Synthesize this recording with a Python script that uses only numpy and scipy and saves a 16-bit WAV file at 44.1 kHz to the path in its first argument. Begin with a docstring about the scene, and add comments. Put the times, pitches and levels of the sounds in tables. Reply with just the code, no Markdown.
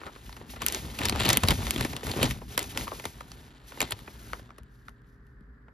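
"""Creases of a newspaper buckle with sharp snaps as it is folded by hand above a wooden table in a quiet room.
Each snap is a pulse and a fading noise flutter, split into registers, that ring a patch of paper.
Between snaps the sheet flaps, flexes, crinkles and slides: noise and tiny slips, coloured and swelled.
Panels pop as damped sine swings, and a dragging finger chirrs as gliding narrow-band noise.
Two microphone ports and short reflections carry the paper; the room's hum and whirr remain at the end."""
import sys
import numpy as np
from scipy import signal
from scipy.fft import rfft, irfft, next_fast_len
from scipy.io import wavfile

SR = 44100
rng = np.random.default_rng(int(sys.argv[2]) if len(sys.argv) > 2 else 0)


def generate_wav(sig):
    """Save sig (samples, or channels by samples) to the path in sys.argv[1] as 16-bit PCM at SR."""
    pcm = np.round(np.clip(np.atleast_2d(sig).T, -1, 1) * 32767).astype(np.int16)
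    wavfile.write(sys.argv[1], SR, pcm)


N = 252693
TIME = np.arange(N) / SR  # s
PADDED = next_fast_len(N + SR // 2)
BIN_HZ = np.maximum(np.arange(PADDED // 2 + 1) * SR / PADDED, 1)

# Creases buckling. Each row: start in seconds, ring decay time in ms, level over 5 ms in dB before tilt and trims,
# tilt in dB per octave (dull knock below 0, sharp tick above), pitch of the paper beside the crease in Hz,
# gain of that pitch in dB.
CREASE_SNAPS = [(0.015, 2.1, -49.5, -6, 1430.0, 8.3), (0.0347, 1.1, -55, -6.5, 1300, 18),
                (0.0654, 17, -45, -7.5, 1340.0, 10.7), (0.1608, 3.3, -49, -4, 1360, 12.4),
                (0.2938, 1.3, -46.5, -1.5, 888.0, 6.9), (0.327, 2.7, -47, 0, 4380, 8.6),
                (0.366, 5.6, -43.5, -1, 1020.0, 6.2), (0.4134, 1.4, -50.5, -8, 450.0, 3.2),
                (0.5357, 6, -47.5, -5, 830.0, 6.4), (0.5611, 11, -42.5, -3.5, 1340.0, 5.8),
                (0.6186, 4.8, -31.5, 1, 1070, 8.2),  (0.6643, 0.3, -31.5, 8, 1550, 9.2),
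                (0.6843, 0.92, -38, 7.5, 5300, 9.8), (0.6993, 1.5, -45.5, -5, 3970.0, 6.0),
                (0.724, 1.1, -44, 9, 5800, 9.3), (0.7472, 0.27, -33.5, 3, 5500, 10.4),
                (0.9883, 4.1, -33.5, 1.5, 2680, 8.1), (1.0155, 3.2, -35, -2, 2500, 6.8),
                (1.0342, 2.4, -37.5, 1, 7830.0, 7.8), (1.0539, 3.9, -26.5, 1.5, 5370, 10),
                (1.0854, 0.6, -32.5, 3, 3860, 9.4), (1.096, 0.85, -27.5, 2.5, 4660, 9),
                (1.124, 3.9, -34, -5, 3710.0, 10.5), (1.1517, 1.7, -36.5, -4, 632.0, 5),
                (1.1595, 0.91, -31, -3, 6380.0, 3.0), (1.2, 0.6, -35, 2, 4000, 3.6),
                (1.2059, 1.8, -31, -3, 3460.0, 6), (1.235, 1.5, -36, 2, 3500, 6),
                (1.2542, 3.5, -28, 1.5, 3160, 9.6), (1.263, 1.5, -32, 0, 4285, 12),
                (1.29, 1.2, -26.5, 5, 450.0, 3.0), (1.301, 5.4, -22, 0, 5480, 10.5),
                (1.33, 3.2, -22.5, 1.5, 6380.0, 4.4), (1.3514, 1.2, -39, 0.5, 3500, 10),
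                (1.3721, 0.47, -23.5, 4, 11000, 6.2), (1.435, 2.1, -23.5, -1.5, 7800, 5.5),
                (1.4752, 1, -34, 1.5, 3020.0, 9), (1.4852, 1.1, -26, 4.5, 4130, 10.3),
                (1.5061, 2.2, -27.5, 3, 3530, 6.9), (1.5093, 1.4, -25, -0.5, 4000, 3.9),
                (1.5169, 1.5, -28.5, -4, 3230.0, 3.0), (1.6281, 2.1, -41, -3.5, 1250.0, 5.1),
                (1.6682, 0.47, -34.0, -3, 4200, 14.2), (1.708, 0.55, -31.5, 6.5, 775.0, 11.4),
                (1.761, 2, -35, -1, 3370, 8.9), (1.7787, 3, -38.5, 2.5, 2820.0, 6.6),
                (1.809, 3, -27, 0, 446, 3), (1.8486, 4.3, -28, -1.5, 450.0, 3.7),
                (1.932, 2.4, -36, -2, 516.0, 4.9), (1.9654, 0.31, -35, 2, 3660, 5.5),
                (2.0319, 2.3, -39, -2.5, 440, 11), (2.0681, 1.2, -34, 0, 452, 9.8),
                (2.1154, 0.59, -40, 3.5, 3900, 16.7), (2.1369, 1.1, -38.5, -5, 3230.0, 4.5),
                (2.2289, 3.5, -22.5, 1.5, 2900, 6), (2.2409, 2.5, -37.5, -1, 7800, 18),
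                (2.3099, 0.23, -35, 2.5, 2240, 7.6), (2.416, 6.3, -55.5, -13.5, 951.0, 4.1),
                (2.5775, 1.4, -21.5, 1, 1274, 6.8), (2.592, 1.6, -37, 8, 450.0, 7.7),
                (2.6283, 0.5, -41, 4.5, 7800, 8.9), (2.641, 1.7, -41, 1.5, 516.0, 3.0),
                (2.7618, 1.2, -49, -11, 516.0, 2), (2.7747, 0.31, -28.5, 1, 5960.0, 6.7),
                (2.8103, 1.8, -38.5, 0, 450.0, 5.7), (2.8707, 2.8, -52.5, -7.5, 1040, 18),
                (2.879, 1.1, -42, -0.5, 1180, 16.7), (2.9175, 0.57, -49.5, -13.5, 1100, 5.4),
                (2.9298, 2.7, -53, -12, 440, 2.1), (2.9976, 3.3, -38.5, -1.5, 1880.0, 4.1),
                (3.0413, 1.6, -40.5, -3, 450.0, 3.0), (3.0539, 1.9, -30, -1.5, 9900, 5.4),
                (3.2068, 2.8, -42, -2.5, 1270, 12), (3.3172, 1.5, -45.5, 2, 5570.0, 9.3),
                (3.721, 1.6, -50.5, -6, 1500, 12), (3.774, 2, -47, -7, 951.0, 3.0),
                (3.8045, 1.5, -26.5, 2, 2250, 11.7), (3.816, 1.8, -26, -1, 7200, 10.4),
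                (3.8263, 2.5, -30, 0.5, 899, 8), (3.9085, 2.1, -52.5, 7.5, 10200, 17.8),
                (3.9208, 2.2, -29.5, 1, 3260, 7.1), (3.9903, 1.5, -52.5, 5, 888.0, 18),
                (4.077, 4.5, -45.5, -7.5, 2400, 5.4), (4.333, 0.25, -36.5, -3.0, 1400, 11.4),
                (4.3948, 2.1, -52.5, -7, 1640.0, 3.6), (4.4913, 1.8, -59.5, -7.5, 1245, 6.0),
                (4.5053, 1.4, -52, -5.5, 1260, 7.8), (4.583, 2.3, -49.5, -5.5, 12000, 19),
                (4.633, 1, -67.5, 5.5, 10900, 9.4), (4.8831, 1.2, -49.5, -1.5, 1320, 15.8),
                (4.893, 1, -61, 2.5, 11140, 11), (5.018, 0.77, -76, 4, 11000, 9),
                (5.267, 4, -73.5, 5, 11000, 9.8), (5.408, 0.83, -72, 0.5, 11000, 9),
                (5.6828, 2.6, -65, -12.5, 1340.0, 6.9)]
# Edges of a snap's thud, knock, crack and tick registers. Each entry: frequency in Hz.
REGISTER_EDGES_HZ = [300, 1000, 2500, 6000, 16000]
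# Colour of the top end of every snap. Each row: frequency in Hz, gain in dB.
SNAP_TOP_COLOUR = [(2500, -2), (5800, -8.5), (8000, 0), (11000, -3.5), (13000, -6), (16000, -6.5)]
TILT_PIVOT_HZ = 2000
# Weaker snaps keep to the middle range: loss in dB per dB of weakness and squared octave from the pivot.
FULL_SNAP_DB, SOFT_NARROWING = -21, 0.047

# Colours of the moving sheet. Each row: frequency in Hz, relative spectral density in dB.
FLAP_COLOUR = [(22, -44), (35, -10), (55, 2.5), (90, -2.5), (130, -3.5), (175, -7.5), (250, -6.5),
               (330, -18.5), (600, -42)]
FLEX_COLOUR = [(150, -18), (300, 5.5), (400, 4.5), (520, -3), (900, -2), (1500, -8), (2000, -13.5),
               (4000, -34.5)]
CRINKLE_COLOUR = [(700, -18), (1500, 5), (2100, 3), (3800, 5), (4600, -0.5), (6000, -18), (7200, 0),
                  (12000, -19.5)]
SLIDE_COLOUR = [(2000, -1.5), (6000, -2), (8000, -4.5), (10000, -1.5), (13500, -6), (16000, -10.5)]
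# Colour of the small wrinkles. Each row: frequency in Hz, relative level in dB.
WRINKLE_COLOUR = [(300, 1.5), (900, 3), (2500, -4), (4500, -6.5), (10000, -13)]
# The hands bend the sheet. Each row: start in seconds, length in seconds, level in dB before the layer trims,
# crispness in dB (soft flap below 0, crinkle above).
HAND_BENDS = [(0.054, 0.021, -44.5, -1.5), (0.395, 0.053, -52.5, -7.5), (0.495, 0.012, -55, 11),
              (0.612, 0.036, -40, 2), (0.674, 0.028, -42.5, 5), (0.717, 0.061, -42, 5),
              (0.84, 0.051, -43, -4), (1.008, 0.062, -34.5, 2.5), (1.109, 0.027, -42, -7.5),
              (1.195, 0.036, -36, 8.5), (1.261, 0.075, -28, 4.5), (1.434, 0.03, -32, -4.5),
              (1.494, 0.032, -25.5, -2), (1.55, 0.13, -43, -5.5), (1.785, 0.061, -35.5, 0),
              (1.92, 0.037, -44.5, -7), (2.071, 0.044, -37, -3.5), (2.161, 0.082, -34.5, -2),
              (2.228, 0.034, -30, -0.5), (2.285, 0.083, -48, -6), (2.59, 0.035, -40.5, 4),
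              (2.75, 0.092, -43, -2.5), (2.86, 0.12, -57.5, -10.5), (3.05, 0.032, -52.5, -3),
              (3.811, 0.036, -38, 1.5), (3.85, 0.072, -58.5, 8), (3.909, 0.018, -43.5, 7),
              (4.17, 0.25, -57.5, -5)]
BEND_SWELL_SHARE = 0.48  # part of a bend spent loading the paper; in the rest it gives way
BEND_EDGE_DB = 4  # how far below its height a bend starts and ends
# The sheet never lies quite still in the hands. Each row: time in seconds, swaying in dB, creaking in dB,
# both before the layer trims.
SHEET_UNREST = [(0.0, -55.5, -54.5), (0.47, -50, -61), (0.78, -47, -50.5), (0.94, -49, -49),
                (1.08, -34.5, -39.5), (1.88, -39, -46), (2.01, -45.5, -49), (2.12, -39.5, -47),
                (2.32, -35.5, -43), (2.44, -45, -66), (2.52, -44, -48.5), (2.68, -46.5, -52.5),
                (2.9, -53.5, -52), (3.15, -53, -56.5), (3.48, -51, -59.5), (3.6, -64, -61),
                (3.87, -52, -52.5), (4.349, -51, -64), (4.52, -62.5, -69), (4.95, -62.5, -79),
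                (5.73, -68, -87)]
# One face is drawn over another. Each row: start in seconds, length in seconds, level in dB before grip and trim.
FACE_SLIDES = [(0.028, 0.23, -59), (0.243, 0.14, -53.5), (0.505, 0.015, -45), (0.63, 0.03, -48),
               (0.68, 0.13, -40.5), (0.795, 0.43, -48.5), (0.945, 0.16, -42.5), (1.198, .135, -40),
               (1.405, 0.5, -39.5), (1.902, .13, -50.5), (2.044, 0.26, -39.5), (2.32, .18, -54),
               (2.498, 0.045, -46), (2.597, 0.19, -44.5), (2.776, 0.067, -41), (2.86, 0.22, -45.5),
               (3.1, 0.12, -54.5), (3.274, 0.21, -58.5), (3.495, 0.16, -69), (3.678, 0.23, -51.5),
               (3.968, 0.2, -55.5), (4.195, 0.17, -52), (4.715, 0.18, -69), (5.07, 0.058, -75),
               (5.248, .06, -82)]
SLIDE_ATTACK_DB_PER_S, SLIDE_RELEASE_DB_PER_S = 449, 201.5
# Whole panels of the page popping over. Each row: start in seconds, level in dB before the swing's envelope,
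# frequency in Hz.
PANEL_POPS = [(0.412, -31, 413), (1.034, -23, 98.2), (1.122, -22.5, 200), (1.142, -18.5, 83.9),
              (1.213, -25, 99.5), (1.258, -15.5, 300), (1.264, -26.5, 109), (1.296, -22.5, 110),
              (1.331, -17.5, 130), (1.377, -17.5, 231), (1.439, -16.5, 125.8), (1.495, -13.5, 70.5),
              (1.516, -16.5, 94.9), (1.585, -23.5, 90.7), (1.761, -18, 302), (1.808, -17.5, 102.5),
              (1.85, -19, 266), (2.09, -23.5, 99.7), (2.164, -19, 377), (2.191, -18.5, 600),
              (2.212, -16.5, 480), (2.23, -12.5, 543), (2.237, -12, 170), (2.243, -17.5, 516),
              (2.248, -15, 104.6), (3.057, -28, 252), (3.828, -22.5, 257), (3.928, -27, 101.1),
              (4.607, -33, 61.7), (5.41, -37, 212)]
# A finger drags on the paper. Each row: start in seconds, length in seconds, level in dB before the swell,
# frequency at the start in Hz, frequency at the end in Hz.
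FINGER_DRAGS = [(3.845, 0.075, -53, 2400, 1725), (4.121, 0.287, -58, 1467, 1555)]

# Something nearby rings faintly along. Each row: frequency in Hz, level against the paper in dB.
SYMPATHETIC_RINGS = [(555, -11), (961, -8.5), (2033, -3.5), (3007, -9), (3263, -16.5), (3595, -8),
                     (4369, -5), (5499, -1.5)]
# Share of the sound that reaches the two ports differently, off hands and table. Each row: frequency in Hz,
# share in dB.
STRAY_SHARE = [(60, -21.5), (150, -14), (300, -28), (650, -16), (1100, -3.5), (1500, -4.5), (2100, -16.5),
               (4000, -11), (8400, -30), (14000, -27.5)]
# Phase between the ports. Each row: frequency in Hz, lag of the right port in radians.
RIGHT_PORT_LAG = [(450, 0.2), (800, 0.9), (1130, 1.1), (1420, -1), (1620, -3), (1760, -6), (3000, -5.5),
                  (4900, -5.5), (5700, -7.5), (6500, -7.5), (8400, -9.5), (11200, -11.5), (13000, -14),
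                  (14800, -15.5)]
# Level between the ports. Each row: frequency in Hz, left minus right in dB.
LEFT_RIGHT_BALANCE = [(60, 0.5), (170, 2), (400, 1), (700, -2), (1100, 4.5), (1550, -1.5), (3200, 4),
                      (5200, 1.4), (6500, 2.5), (8300, -1)]
ROOM_T60_S = 0.038
# The room's steady hum and whirr. Each row: frequency in Hz, relative spectral density in dB.
ROOM_COLOUR = [(22, -29), (46, 3), (58, 8), (85, -23), (122, -1.5), (160, -14.5), (250, -9.5), (365, -23.5),
               (412, -23), (470, -22.5), (680, -34), (1050, -26.5), (1750, -19.5), (2350, -42), (3000, -53),
               (4300, -53), (4900, -47.5), (5600, -59.5), (11000, -59), (15000, -58)]
CUTOFF_HZ = 15800


def snaps(flutter, tail_db, tail_ms, register_db, patch_q):
    """Snap-through buckling: a crease flips with a pulse and a flutter and rings its patch; direct, stray rows."""
    t = np.arange(1536) / SR
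    start, ring_ms, level_db, tilt_db, patch_hz, patch_db = np.transpose(CREASE_SNAPS)
    ring_s = ring_ms[:, None, None] / 1000
    draws = rng.standard_normal((len(start), len(register_db), 2, len(t)))
    flip = np.sign(draws[:, 0, :, 0])  # a crease pops in or out
    shapes = 0
    for k, (low, high) in enumerate(zip(REGISTER_EDGES_HZ, REGISTER_EDGES_HZ[1:])):
        tail_s = tail_ms / 1000 * np.sqrt(1000 / low)  # longest in the lows
        decay = np.exp(-t / ring_s) + from_db(tail_db) * np.exp(-t / tail_s)
        drive = flutter * draws[:, k] * decay
        drive[..., 0] = flip * (-1) ** k
        band = signal.butter(2, [low, high], "band", fs=SR, output="sos")
        wave = signal.sosfilt(band, drive)
        wave /= np.sqrt(np.sum(wave ** 2, axis=-1, keepdims=True) / (.005 * SR))  # rms 1 over 5 ms
        octaves = np.log2(np.sqrt(low * high) / TILT_PIVOT_HZ)
        narrowing_db = SOFT_NARROWING * np.maximum(FULL_SNAP_DB - level_db, 0) * octaves ** 2
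        wave_db = level_db + tilt_db * octaves - narrowing_db + register_db[k]
        shapes = shapes + wave * from_db(wave_db)[:, None, None]
    out = np.zeros((2, N + len(t)))
    for s, shape, hz, db in zip(start, shapes, patch_hz, patch_db):
        i = int(s * SR)
        out[:, i:i + len(t)] += shape + (from_db(db) - 1) * resonance(shape, hz, patch_q)
    return out[:, :N]


def resonance(x, hz, q):
    """Simple resonance: band-pass ring of a patch of paper, with gain 1 at its centre."""
    return signal.lfilter(*signal.iirpeak(hz, q, fs=SR), x + 1e-18)


def dispersed(x, slowest_s, knee_hz):
    """Dispersion: low bending waves cross the sheet more slowly, so each snap chirps downward."""
    return filtered(x, np.exp(-2j * np.pi * slowest_s * knee_hz * np.log1p(BIN_HZ / knee_hz)))


def sheet():
    """Plate bending and dry friction: the page pushes air, panels flex, wrinkles give way and faces rub."""
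    flap_db, flex_db, crinkle_db = bending()
    catch_db = 1.55 * drift(80)  # the paper catches and lets go, in flex and crinkle at once
    coarse = fibres(per_s=450, spread_db=2.2, smooth=.6, clump_db=1)
    fine = fibres(per_s=700, spread_db=2.8, smooth=.28, clump_db=1.5)
    finest = fibres(per_s=5900, spread_db=-0.5, smooth=0.93, clump_db=1.5)
    shoves = fibres(per_s=150, spread_db=.5, smooth=.55, clump_db=1)
    sway_db, grip_db = 2 * drift(25), 1.7 * drift(35)
    flap = from_db(flap_db + sway_db + 1.0) * coloured(shoves, FLAP_COLOUR)  # uneven thumps of air
    flex = from_db(flex_db + catch_db - 2.0) * coloured(coarse, FLEX_COLOUR)  # stiff panels bending
    crinkle = from_db(crinkle_db + catch_db - 4.5) * coloured(fine, CRINKLE_COLOUR)
    ticks = from_db((flex_db + crinkle_db) / 2 - 6.5) * wrinkles(per_s=150, spread_db=2.6, q=4.5)
    slide = from_db(sliding() + grip_db - 3.5) * coloured(finest, SLIDE_COLOUR)
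    return flap + flex + crinkle + ticks + slide


def bending():
    """Addition of powers: each bend swells and gives way over the unrest; flap, flex and crinkle levels in dB."""
    s, sway_db, creak_db = np.transpose(SHEET_UNREST)
    power = from_db([np.interp(TIME, s, db) for db in (sway_db, creak_db, creak_db)]) ** 2
    for start, length, level_db, crisp_db in HAND_BENDS:
        near = np.abs(TIME - start - length / 2) < 2 * length
        past_height = (TIME[near] - start) / length - BEND_SWELL_SHARE
        side = np.where(past_height < 0, BEND_SWELL_SHARE, 1 - BEND_SWELL_SHARE)
        shape_db = -BEND_EDGE_DB * (past_height / side) ** 2
        layer_db = crisp_db * np.array([[-1], [0], [1]])  # crisp bends crinkle more and flap less
        power[:, near] += from_db(level_db + shape_db + layer_db) ** 2
    return 10 * np.log10(power)


def fibres(per_s, spread_db, smooth, clump_db):
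    """Stick-slip friction: tiny uneven slips over smooth friction, in clumps; rows: direct and stray sound."""
    sizes = from_db(spread_db * np.minimum(rng.exponential(1, N), 4)) * rng.choice([-1, 1], (2, N))
    slips = rms_one(sizes * (rng.random(N) < per_s / SR))
    friction = smooth * rng.standard_normal((2, N))
    return (slips + friction) * from_db(clump_db * drift(130))


def wrinkles(per_s, spread_db, q):
    """Impulse excitation of resonators: sparse wrinkle ticks, each with a pitch; rows: direct and stray."""
    sizes = from_db(spread_db * np.minimum(rng.exponential(1, N), 3)) * rng.choice([-1, 1], (2, N))
    clicks = sizes * (rng.random(N) < per_s / SR)
    pitches = np.geomspace(600, 6000, 12)  # Hz
    dealt = rng.integers(len(pitches), size=N)
    ticks = 0
    for k, hz in enumerate(pitches):
        ticks = ticks + resonance(clicks * (dealt == k), hz, q) * (hz / TILT_PIVOT_HZ) ** -.2
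    return dispersed(coloured(ticks + 0.45 * clicks, WRINKLE_COLOUR), slowest_s=0.00394, knee_hz=405.0)


def sliding():
    """Friction level follows sliding speed: each stroke speeds up, holds and slows down; the loudest, in dB."""
    strokes = []
    for start, length, level_db in FACE_SLIDES:
        attack_db = SLIDE_ATTACK_DB_PER_S * np.maximum(start - TIME, 0)
        release_db = SLIDE_RELEASE_DB_PER_S * np.maximum(TIME - start - length, 0)
        strokes.append(level_db - attack_db - release_db)
    return np.max(strokes, axis=0)


def pops(cycles):
    """Damped free vibration: a panel pops over and its swing dies away by 1/e every `cycles` turns."""
    out = np.zeros(N)
    for s, level_db, hz in PANEL_POPS:
        i = int(s * SR)
        turns = hz * TIME[:min(SR // 8, N - i)]
        envelope = np.exp(-turns / cycles) * (1 - np.exp(-np.pi * turns))
        out[i:i + len(turns)] += from_db(level_db) * np.sin(2 * np.pi * turns) * envelope
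    return out


def drags(width_hz, broken_db):
    """Stick-slip chirr: a rough band swells, glides and fades, broken as the finger catches."""
    out = np.zeros(N)
    for start, length, level_db, first_hz, last_hz in FINGER_DRAGS:
        along = np.clip((TIME - start) / length, 0, 1)
        phase = 2 * np.pi * np.cumsum(first_hz + (last_hz - first_hz) * along) / SR
        chirr = drift(width_hz) * np.sin(phase) + drift(width_hz) * np.cos(phase)
        broken = rms_one(chirr * from_db(broken_db * drift(110)))
        out += from_db(level_db) * np.sin(np.pi * along) * broken
    return out


def sympathy(width_hz):
    """Sympathetic resonance: frequency response of narrow resonances that ring along."""
    return 1 + sum(from_db(db) / (1 + 2j * (BIN_HZ - hz) / width_hz) for hz, db in SYMPATHETIC_RINGS)


def ports(paper):
    """Interaural-style phase and level differences: the right port lags low down and leads higher up."""
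    share = from_db(at_hz(STRAY_SHARE)) ** 2
    direct, stray = rfft(paper, PADDED) * np.sqrt([1 - share, share]) * sympathy(width_hz=15.0)
    lean = from_db(at_hz(LEFT_RIGHT_BALANCE) / 2)
    left = (direct + stray) * lean
    right = (direct - stray) * np.exp(-1j * at_hz(RIGHT_PORT_LAG)) / lean
    return irfft(np.array([left, right]), PADDED)[:, :N]


def room(x, wet_db, wall_hz):
    """Exponential reverberant decay: dull, diffuse reflections, different at each port, with little bass."""
    since = np.maximum(TIME - .004, 0)
    echoes = rng.standard_normal((2, N)) * (since > 0) * from_db(-60 * since / ROOM_T60_S)
    echoes /= np.sqrt(np.sum(echoes ** 2, axis=1, keepdims=True))
    walls = 1 / (1 + 1j * BIN_HZ / wall_hz) / (1 + 250 / (1j * BIN_HZ))
    return from_db(wet_db) * filtered(x, rfft(echoes, PADDED) * walls)


def room_tone(level_db, apart_hz):
    """Coherence of a diffuse field: steady hum and whirr, alike on both sides in the bass, unrelated higher up."""
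    shared, own = rng.standard_normal(N), rng.standard_normal((2, N))
    alike = 1 / (1 + (BIN_HZ / apart_hz) ** 2)
    air = filtered(shared, np.sqrt(alike)) + filtered(own, np.sqrt(1 - alike))
    return from_db(level_db) * coloured(air, ROOM_COLOUR)


def hum(hz, level_db):
    """Pure tone: a faint hum whose level and pitch wander slightly."""
    phase = 2 * np.pi * np.cumsum(hz + .7 * drift(10)) / SR
    return from_db(level_db + .8 * drift(6)) * np.sin(phase)


def from_db(db):
    """Decibel law: level to amplitude gain."""
    return 10 ** (np.asarray(db) / 20)


def rms_one(x):
    """Effective value: scale to unit rms."""
    return x / np.sqrt(np.mean(x ** 2) + 1e-20)


def at_hz(points):
    """Logarithmic pitch scale: read a table on a log-frequency axis."""
    hz, value = np.transpose(points)
    return np.interp(np.log(BIN_HZ), np.log(hz), value)


def filtered(x, response):
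    """Convolution theorem: apply a complex frequency response."""
    return irfft(rfft(x, PADDED) * response, PADDED)[..., :N]


def coloured(x, spectrum):
    """Minimum phase: causal filter that falls away outside the given spectrum; rms 1."""
    below = np.maximum(np.log2(spectrum[0][0] / BIN_HZ), 0)
    above = np.maximum(np.log2(BIN_HZ / spectrum[-1][0]), 0)
    gain_db = at_hz(spectrum) - 20 * (below + above)
    cepstrum = irfft(np.log(from_db(gain_db)), PADDED)
    causal = 2 * cepstrum[:PADDED // 2]  # folding the cepstrum makes the phase minimal
    return rms_one(filtered(x, np.exp(rfft(causal, PADDED))))


def drift(rate):
    """Band-limited randomness: a wander of rms 1 with `rate` random knots a second."""
    knots = rng.standard_normal(4096)
    return rms_one(np.interp(TIME * rate, np.arange(len(knots)), knots))


def scene():
    """Superposition: paper close by, its reflections and the quiet room."""
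    creases = snaps(flutter=0.41, tail_db=-16.0, tail_ms=8.9, register_db=[-1.5, -1.2, 1.5, 0.0], patch_q=4.2)
    creases = dispersed(creases, slowest_s=.0045, knee_hz=200)
    creases = filtered(creases, from_db(at_hz(SNAP_TOP_COLOUR)))
    paper = creases + sheet() + pops(cycles=1.0) + drags(width_hz=520, broken_db=4)
    hums = hum(hz=405, level_db=-69.5) + hum(hz=450, level_db=-83.5) + hum(hz=118.5, level_db=-60.0)
    background = room_tone(level_db=-53.0, apart_hz=645) + hums
    return ports(paper) + room(paper[0], wet_db=-18.5, wall_hz=6050) + background


def record(dry):
    """Band limits and soft saturation: deepest bass removed, highest peaks rounded, top cut steeply."""
    lean = signal.sosfilt(signal.butter(3, 33, "high", fs=SR, output="sos"), dry)
    rounded = 1.1 * np.tanh(lean / 1.1)
    return filtered(rounded, 1 / np.sqrt(1 + (BIN_HZ / CUTOFF_HZ) ** 160))


dry = scene()
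out = record(dry)
generate_wav(out)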